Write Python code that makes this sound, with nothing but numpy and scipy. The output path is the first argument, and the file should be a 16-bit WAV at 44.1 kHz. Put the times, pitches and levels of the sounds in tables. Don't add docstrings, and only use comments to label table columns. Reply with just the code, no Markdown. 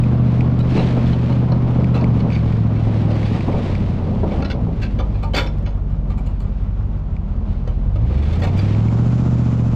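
import sys
import numpy as np
from scipy import signal
from scipy.fft import rfft, irfft, next_fast_len
from scipy.io import wavfile
from scipy.ndimage import uniform_filter1d

SR = 44100
rng = np.random.default_rng(int(sys.argv[2]) if len(sys.argv) > 2 else 0)


def to_wav(s):
    ch = np.atleast_2d(s).T
    pcm = np.round(np.clip(ch, -1, 1) * 32767)
    wavfile.write(sys.argv[1], SR, pcm.astype(np.int16))


N = 429975
T = np.arange(N) / SR

# time_s, firing_rate_hz, firing_tone_db, hiss_db [rms]
DRIVE = [(0.0, 121.6, -15, -49.5), (0.597, 121.7, -15.5, -48), (0.77, 127.6, -18, -38.5),
         (0.951, 122.3, -17, -43), (2.02, 123.1, -16, -47.5), (2.221, 114, -16, -48),
         (2.498, 112.5, -19, -49), (2.68, 110.1, -16, -51.5), (3.337, 106.1, -18.5, -40.5),
         (3.398, 98.8, -24, -42), (3.732, 95.25, -23, -47.5), (4.02, 88.66, -22.5, -46.5),
         (4.24, 78.5, -24.5, -46.5), (4.5, 64.6, -24, -43.5), (4.719, 53.76, -23.5, -51),
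         (4.979, 50.4, -20, -54), (5.3, 48.76, -22.5, -57), (5.868, 46.68, -21.5, -64),
         (6.491, 44.72, -21, -62.5), (6.841, 49.92, -22, -66.5), (7.299, 41.7, -24.5, -66.5),
         (7.718, 41.56, -21, -62.5), (7.898, 46.8, -18.5, -59), (8.038, 57, -19, -51),
         (8.2, 70.1, -16, -48.5), (8.42, 88.55, -18.5, -44.5), (8.581, 99.4, -16.5, -43.5),
         (8.801, 109.7, -15.5, -48), (9.001, 117.5, -15, -50), (9.23, 122.2, -16.5, -58),
         (9.75, 115.9, -17, -59.5)]

# cycle_multiple, idle_db, speed_db [relative]
LOPE_TONES = [(2, -35, -24), (3, -28, -24), (5, -12, -7), (6, -23, -25), (7, -24, -21), (10, -22, -10),
              (11, -8, -8.5), (12, -24, -17), (13, -16, -9.5), (14, -13, -19), (15, -23, -10),
              (16, -10, -16), (17, -15, -21), (18, -17, -17), (19, -26, -21), (21, -24, -27),
              (22, -22, -28), (23, -26, -26), (24, -11, -28), (27, -21, -27), (32, -24, -36),
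              (35, -20, -36), (40, -25, -38), (43, -28, -38)]
CYLINDER_SHARES = [1, .55, .3, .9, .2, .5, .2, .65]
# center_hz, half_width_hz
PIPES = [(103.5, 5), (130, 32)]
IDLE_HZ, SPEED_HZ = 52.7, 122.3
TONE_DB, LOPE_PER_DB = -17, 0.35
LOPE_DB = -19.5, -17.5
STRAINED_LOPE_DB = -1
BOOM_HZ, BOOM_WIDTH_HZ, BOOM_DB = 105, 12.8, 7
BOOM_DB_PER_HZ_PER_S = 0.041
STUMBLE_DB, STUMBLE_SHARE = 2, .008
IDLE_WAVER_DB, IDLE_WAVER_SHARE = 1.5, .008

# [relative, per Hz]
ROAR_SPECTRUM = [(120, -20), (190, -6), (250, -7), (330, -12), (450, -12), (600, -13), (800, -15),
                 (1150, -17), (1400, -21), (1700, -28), (2400, -30), (4300, -37), (7300, -39), (8500, -54),
                 (12000, -62), (15000, -85)]
ROAR_DB = -43, -33
ROAR_TOP_DB = -12.5, -21, -1.5

# [relative, per Hz]
ROLL_SPECTRUM = [(15, -6), (60, -7), (100, -7), (190, -4), (250, -5), (330, -9), (600, -14), (1100, -25),
                 (1600, -45), (3000, -110)]
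# [relative, per Hz]
LURCH_SPECTRUM = [(8, -15), (20, 7), (35, 24), (55, 17.5), (90, -72.5)]
# time_s, shudder_db [rms before flutter]
SHUDDER = [(2.9, -30), (3.2, -35.5), (3.6, -26.5), (4.1, -22), (4.5, -28), (5.0, -31), (5.6, -35),
           (7.8, -33.5), (8.3, -64.5)]
# center_hz, width_hz, gain_db [per pass, relative]
BLADE_MODES = [(168.1, 11, 2.5), (198.3, 18, 2.5), (228.2, 14, -1)]
ROLL_DB, ROLL_AT_HISS_DB, ROLL_PER_DB = -27, -47, 0.59
LURCH_DB, LURCH_SWING_DB, LURCH_PER_DB = -35, 2.5, .5
DIG_FROM_DB, DIG_LURCH_PER_DB = -34, .6
STRAIN_RANGE_DB = 6
STOP_S, SETTLE_S = 7.39, 0.8
STANDING_ROLL_DB, STANDING_LURCH_DB = -2, 6

# [relative, per Hz]
HISS_SPECTRUM = [(710, -31.5), (1200, -7), (1480, 1), (2300, 2.5), (2650, 0.5), (4180, -5.5), (9620, -28.5),
                 (11600, -37.5), (13200, -55), (15000, -62.5)]

# start_s, level_db [middle part, rms of first 40 ms], low_db and treble_db [over level_db],
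# spot_hz, second_spot_hz, t60_s [before HASTE]
CLANKS = [(0.12, -51.5, 3, -21, 970, 2440, .2), (0.588, -44.5, 7, -12, 4050, 4100, 0.18),
          (0.774, -35, 10.5, -31, 4100, 2600, 0.23), (1.064, -44, -8, -27, 3360, 4100, 0.19),
          (1.128, -44, 8, -29, 4130, 3000, 0.086), (1.293, -53.5, 20, -26, 4100, 2900, 0.18),
          (1.315, -48.5, 10, -31, 4100, 3391, 0.12), (1.517, -43, 15, -35, 4160, 4900, 0.14),
          (1.94, -38.5, 12, -18, 4150, 2530, 0.26), (1.957, -44, 12, -17, 970, 2490, 0.34),
          (2.008, -46, -6, -31, 4500, 2120, 0.12), (2.2, -47.5, -5, -34, 4280, 2970, 0.048),
          (2.32, -42, -11, -29, 2280, 4600, 0.23), (2.345, -41, -17, -27, 2300, 3300, 0.18),
          (2.753, -47.5, -7, -24, 2285, 1600, 0.11), (2.85, -59, 0, -26, 1980, 2500, 0.14),
          (3.101, -46.5, 14, -26, 563, 4370, 0.2), (3.13, -50, -6, -29, 1948, 4507, .12),
          (3.245, -42.5, -8, -33, 2270, 3513, 0.16), (3.34, -47, 16, -39, 784.3, 2600, 0.11),
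          (3.555, -53.5, 22, -29, 565, 2300, 0.17), (4.308, -44, 11, -28, 560, 2230, 0.15),
          (4.421, -40, 5, -37, 2759, 761.6, 0.055), (4.445, -36.5, -11, -33, 4260, 1410, 0.17),
          (4.499, -33.5, -14, -22, 4387, 1511, 0.13), (4.816, -38, -14, -18, 4684, 1620, 0.19),
          (4.824, -38, -1, -29, 2630, 1640, 0.22), (4.986, -40, 12, -24, 556.3, 3200, 0.16),
          (5.14, -51, 7, -32, 2660, 4100, .2), (5.225, -44.5, 14, -13, 945, 3740, 0.22),
          (5.335, -36, 10, -19, 2934, 4100, 0.079), (5.344, -27, -4, -15, 4620, 766, 0.22),
          (5.362, -24.5, 0.5, -15.5, 3480, 2320, 0.33), (5.378, -26.5, -5, -27, 4670, 2150, 0.15),
          (5.4, -38, 4, -47, 3510, 950, 0.25), (5.466, -43.5, 2, -20, 3150, 5300, 0.12),
          (5.655, -44, -1, -37, 2446, 1830, 0.22), (5.669, -50, 12.5, -40, 945, 4840, 0.095),
          (6.098, -52, 11.5, -10, 2247, 1156, .15), (6.111, -56, 2, -25, 2002, 2390, 0.13),
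          (6.174, -54, 14, -6, 776, 2258, 0.21), (6.258, -56.5, 12, -3, 550, 2900, 0.24),
          (6.4, -58.5, 10, -0.5, 1185, 2870, .2), (7.672, -49.5, 15.5, -16, 545, 2870, 0.21),
          (7.955, -54, 16.5, -14, 2230, 3702, 0.11), (8.099, -56, 20.5, -22, 2260, 2250, 0.17),
          (8.22, -48, -1, -18, 3400, 2250, 0.21), (8.325, -47.5, 6, -10, 3510, 4200, 0.19),
          (8.354, -53.5, 12, -7, 4205, 6100, 0.078), (8.394, -58, -13, 0, 4470, 6100, 0.082),
          (8.416, -37.5, 8, -18, 1935, 1935, 0.11), (8.433, -37, 7.5, -12, 790, 950, 0.21),
          (8.467, -44, -6, -15, 2530, 3800, 0.13), (8.57, -43.5, -2, -7, 2945, 2300, .25),
          (8.588, -40.5, 1, -21, 2300, 4600, 0.066)]
# center_hz, width_hz [one pass], gain_db [relative]
FRAME_MODES = [(560, 120, 8), (770, 150, 3), (945, 36, 5), (1200, 130, -1), (1420, 200, 0), (1620, 200, 0),
               (1930, 150, 0), (2280, 320, 0), (2620, 280, 0), (2980, 280, -1), (3480, 300, -2),
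               (4130, 450, -6), (4600, 450, -8), (5300, 400, -13), (6100, 400, -17)]
# [relative, per Hz]
STEEL_SPECTRUM = [(150, -27.5), (280, 2.5), (700, -7), (1300, -9), (2300, -10), (4700, -18), (6300, -27),
                  (8000, -34), (10800, -46), (12200, -35.5), (15000, -59.5)]
# freq_hz, gain_db
CLANK_PARTS = ([(1300, 0), (1600, -40)], [(1050, -40), (1350, 0), (6500, 0), (8000, -30)], [(6000, -30),
               (7000, 0), (9500, -8), (13000, -6), (15000, -30)])
RING_DB = 1.5
SPOT_DB, SCATTER_DB, DETUNE_SHARE = 10, 3, .025
CLANK_RISE_S = .003
CLATTER_FROM_DB, CLATTER_PER_DB = -36, .3
HASTE = 0, .35, 0.47

# start_s, strike_db [relative, before the pin rings]
TICKS = [(0.038, -29.5), (0.4079, -24), (0.7757, -29), (1.8444, -28), (2.043, -23.5), (2.3035, -27),
         (2.323, -28), (2.364, -29), (2.5254, -33), (3.231, -28), (3.4078, -26.5), (3.5294, -28.5),
         (3.753, -26), (7.1664, -36), (8.749, -30.5), (8.8853, -31)]
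# center_hz, width_hz, gain_db [relative]
PIN_MODES = [(2340, 240, 0), (4600, 500, -13), (7400, 800, -19)]

# [relative, per Hz]
AIR_SPECTRUM = [(8000, -39), (10500, -9.5), (12000, -1.5), (13500, -10.5), (15000, -30.5)]
AIR_DB = -87, -82

# [relative to mid, before SIDE_GAIN_DB]
SIDE_SPECTRUM = [(60, -86), (150, -29.5), (380, -21.5), (950, -17), (2380, -13.5), (5980, -17),
                 (15000, -9.5)]
# time_s, open_share
OPENING = [(6.9, 0.0038), (7.4, 0.13), (8, 0.31), (8.4, 0.75), (9.75, 1)]
SIDE_GAIN_DB = 5.5
EDGE_HZ = 15700


def gain_of(db):
    return 10 ** (np.asarray(db) / 20)


def evened(x):
    return x / np.sqrt(np.mean(x ** 2) + 1e-20)


def read(points, hz):
    f, value = np.transpose(points)
    return np.interp(np.log(hz + 1), np.log(f + 1), value)


def over_time(points):
    return np.interp(T, *np.transpose(points))


def control(column):
    rows = np.array(DRIVE)
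    return np.interp(T, rows[:, 0], rows[:, column])


def add(mix, start_s, sound):
    part = mix[round(start_s * SR):][:len(sound)]
    part += sound[:len(part)]


def drift(rate_hz):
    steps = int(N / SR * 200) + 2
    x = signal.lfilter(*signal.butter(2, rate_hz, fs=200), rng.standard_normal(steps))
    return np.interp(T * 200, np.arange(steps), evened(x))


def colour(x, points):
    size = next_fast_len(len(x))
    gain = gain_of(read(points, np.fft.rfftfreq(size, 1 / SR)))
    return irfft(rfft(x, size) * gain, size)[:len(x)]


def decaying(x, tau_s):
    return signal.lfilter([1], [1, -np.exp(-1 / (tau_s * SR))], x)


def ring(x, modes, order=1):
    out = np.zeros(len(x))
    for hz, width_hz, db in modes:
        r, y = np.exp(-np.pi * width_hz / SR), x
        for _ in range(order):
            y = signal.lfilter([1 - r], [1, -r * np.exp(2j * np.pi * hz / SR)], y)
        out += gain_of(db) * 2 * y.real
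    return out


def speed():
    return np.clip((control(column=1) - IDLE_HZ) / (SPEED_HZ - IDLE_HZ), 0, 1)


def standing():
    return np.clip((T - STOP_S) / SETTLE_S, 0, 1)


def strain():
    return np.clip((over_time(SHUDDER) - DIG_FROM_DB) / STRAIN_RANGE_DB, 0, 1)


def pipe_lag(tone_hz):
    return sum(-np.pi / 2 - np.arctan((tone_hz - hz) / width_hz) for hz, width_hz in PIPES)


def exhaust():
    count = len(CYLINDER_SHARES)
    firing_hz, tone_db = control(column=1), control(column=2)
    cycle_hz = firing_hz / count
    revs, load = speed(), strain()
    uneven_share = STUMBLE_SHARE * load + IDLE_WAVER_SHARE * (1 - revs)
    pace = 1 + .002 * drift(rate_hz=4) + uneven_share * drift(rate_hz=8)
    cycle = 2 * np.pi * np.cumsum(cycle_hz * pace) / SR
    timing = np.angle(np.fft.fft(CYLINDER_SHARES))

    gaining_hz_per_s = np.maximum(np.gradient(firing_hz, T), 0)
    boom_db = BOOM_DB + BOOM_DB_PER_HZ_PER_S * uniform_filter1d(gaining_hz_per_s, size=4000)
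    waver_db = .6 + STUMBLE_DB * load + IDLE_WAVER_DB * (1 - revs)
    waver_rad = .15 + .35 * (1 - revs)
    lope = 0
    for k, idle_db, speed_db in np.array(LOPE_TONES):
        k = round(k)
        db = idle_db + revs * (speed_db - idle_db) + waver_db * drift(rate_hz=4)
        if k % count == 0:
            db = db + boom_db * np.exp(-((k * cycle_hz - BOOM_HZ) / BOOM_WIDTH_HZ) ** 2)
        phase = k * cycle + timing[k % count] + pipe_lag(k * cycle_hz) + waver_rad * drift(rate_hz=5)
        lope = lope + gain_of(db) * np.cos(phase)
    lope_db = LOPE_DB[0] + revs * (LOPE_DB[1] - LOPE_DB[0])
    lope_db = lope_db + LOPE_PER_DB * (tone_db - TONE_DB) + STRAINED_LOPE_DB * load

    tone_db = tone_db + .8 * drift(rate_hz=21) + STUMBLE_DB * load * drift(rate_hz=20)
    tone = gain_of(tone_db) * np.cos(count * cycle + pipe_lag(firing_hz))
    return np.sqrt(2) * (tone + gain_of(lope_db) * lope), cycle


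def roar(cycle):
    puffs = 1 + 0.13 * np.cos(len(CYLINDER_SHARES) * cycle) + 0.22 * np.cos(cycle)
    noise = evened(colour(puffs * rng.standard_normal(N), ROAR_SPECTRUM))
    top = signal.sosfiltfilt(signal.butter(2, 4500, "high", fs=SR, output="sos"), noise)
    idle_db, pushing_db, free_db = ROAR_TOP_DB
    revving_db = pushing_db + standing() * (free_db - pushing_db)
    noise = noise - top + top * gain_of(idle_db + speed() * (revving_db - idle_db))
    level_db = ROAR_DB[0] + speed() * (ROAR_DB[1] - ROAR_DB[0]) + 0.49 * drift(rate_hz=5.2)
    return gain_of(level_db) * noise


def rumble():
    flow_db = control(column=3) - ROLL_AT_HISS_DB
    dig_db = over_time(SHUDDER)
    lurch_db = LURCH_DB + LURCH_PER_DB * flow_db + STANDING_LURCH_DB * standing()
    lurch_db += LURCH_SWING_DB * drift(rate_hz=2.6)
    lurch_db += DIG_LURCH_PER_DB * np.maximum(dig_db - DIG_FROM_DB, 0)
    lurch = gain_of(lurch_db) * evened(colour(rng.standard_normal(N), LURCH_SPECTRUM))

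    lumps = (rng.random(N) < 14 / SR) * rng.exponential(1, N)
    lumps = 1 + (.3 + .6 * strain()) * decaying(lumps, tau_s=.025)
    roll_db = ROLL_DB + ROLL_PER_DB * flow_db + STANDING_ROLL_DB * standing() + 0.86 * drift(rate_hz=4.0)
    roll = gain_of(roll_db) * evened(colour(lumps * rng.standard_normal(N), ROLL_SPECTRUM))

    blade = evened(ring(ring(rng.standard_normal(N), BLADE_MODES), BLADE_MODES))
    shudder = gain_of(dig_db + 2.0 * drift(rate_hz=8)) * blade
    return lurch + roll + shudder


def hiss():
    crunch_db = 3.0 * np.minimum(rng.exponential(1, N), 3)
    crunch = (rng.random(N) < 250 / SR) * gain_of(crunch_db)
    crunch = decaying(crunch, tau_s=.004)
    noise = evened(colour((1 + 0.23 * crunch) * rng.standard_normal(N), HISS_SPECTRUM))
    return gain_of(control(column=3) + 3.04 * drift(rate_hz=2.36)) * noise


def nearness(hz, spots_hz):
    return max(np.exp(-(np.log(hz / spot_hz) / .07) ** 2) for spot_hz in spots_hz)


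def clanks():
    out, t = np.zeros(N), np.arange(SR // 4) / SR
    for start_s, level_db, low_db, treble_db, spot_hz, second_spot_hz, t60_s in CLANKS:
        t60_s = max(t60_s, .02)
        fade = gain_of(-60 * t / t60_s) * (1 - np.exp(-t / CLANK_RISE_S))
        blows = decaying(rng.standard_normal(len(t)) > 2.6, tau_s=.002)
        rattle = rng.standard_normal(len(t)) * fade * (1 + 1.1 * blows)
        modes = []
        for hz, width_hz, db in FRAME_MODES:
            db = db + SCATTER_DB * rng.standard_normal() + SPOT_DB * nearness(hz, (spot_hz, second_spot_hz))
            modes.append((hz * (1 + DETUNE_SHARE * rng.standard_normal()), width_hz, db))
        ring_db = RING_DB - CLATTER_PER_DB * max(level_db - CLATTER_FROM_DB, 0)
        ringing = gain_of(ring_db) * evened(ring(rattle, modes, order=2))
        body = evened(colour(rattle, STEEL_SPECTRUM)) + ringing
        for part, part_db, haste in zip(CLANK_PARTS, (low_db, 0, treble_db), HASTE):
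            sound = colour(body, part) * gain_of(-60 * haste * t / t60_s)
            onset_rms = np.std(sound[:round(.04 * SR)])
            add(out, start_s, gain_of(level_db + part_db) * sound / onset_rms)
    return out


def ticks():
    out, contact = np.zeros(N), np.hanning(7)
    for start_s, strike_db in TICKS:
        delay, loss, pitch, damping = rng.random(4)
        taps = np.zeros(SR // 20)
        add(taps, 0, gain_of(strike_db) * contact)
        add(taps, .002 + .003 * delay, gain_of(strike_db - 6 - 15 * loss) * contact)
        modes = [(hz * (.96 + .08 * pitch), width_hz * (.7 + .6 * damping), db)
                 for hz, width_hz, db in PIN_MODES]
        add(out, start_s, ring(taps, modes))
    return gain_of(18.5) * colour(out, [(1300, -29.0), (1900, 9.0), (8000, -4.0), (10000, -22.0)])


def air():
    level = gain_of(AIR_DB[0] + standing() * (AIR_DB[1] - AIR_DB[0]))
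    return np.array([level * evened(colour(x, AIR_SPECTRUM)) for x in rng.standard_normal((2, N))])


def side_of(mid):
    hz, t, z = signal.stft(mid, SR, nperseg=1024)
    share = np.interp(t, *np.transpose(OPENING))
    share = np.maximum(share, (hz > 11000)[:, None])
    scramble = np.exp(2j * np.pi * rng.random(z.shape))
    z = z * share * gain_of(read(SIDE_SPECTRUM, hz) + SIDE_GAIN_DB)[:, None] * scramble
    unrelated = signal.istft(z, SR, nperseg=1024)[1][:N]
    return unrelated - 0.037 * over_time(OPENING) * mid


def scene():
    pipe, cycle = exhaust()
    mid = pipe + roar(cycle) + rumble() + hiss() + clanks() + ticks()
    side = side_of(mid)
    return np.array([mid + side, mid - side]) + air()


def record(dry):
    soft = .62 * np.tanh(dry / .62)
    lowpass = signal.firwin(511, EDGE_HZ, window=("kaiser", 9), fs=SR)
    return signal.oaconvolve(soft, lowpass[None], "same")


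dry = scene()
out = record(dry)
to_wav(out)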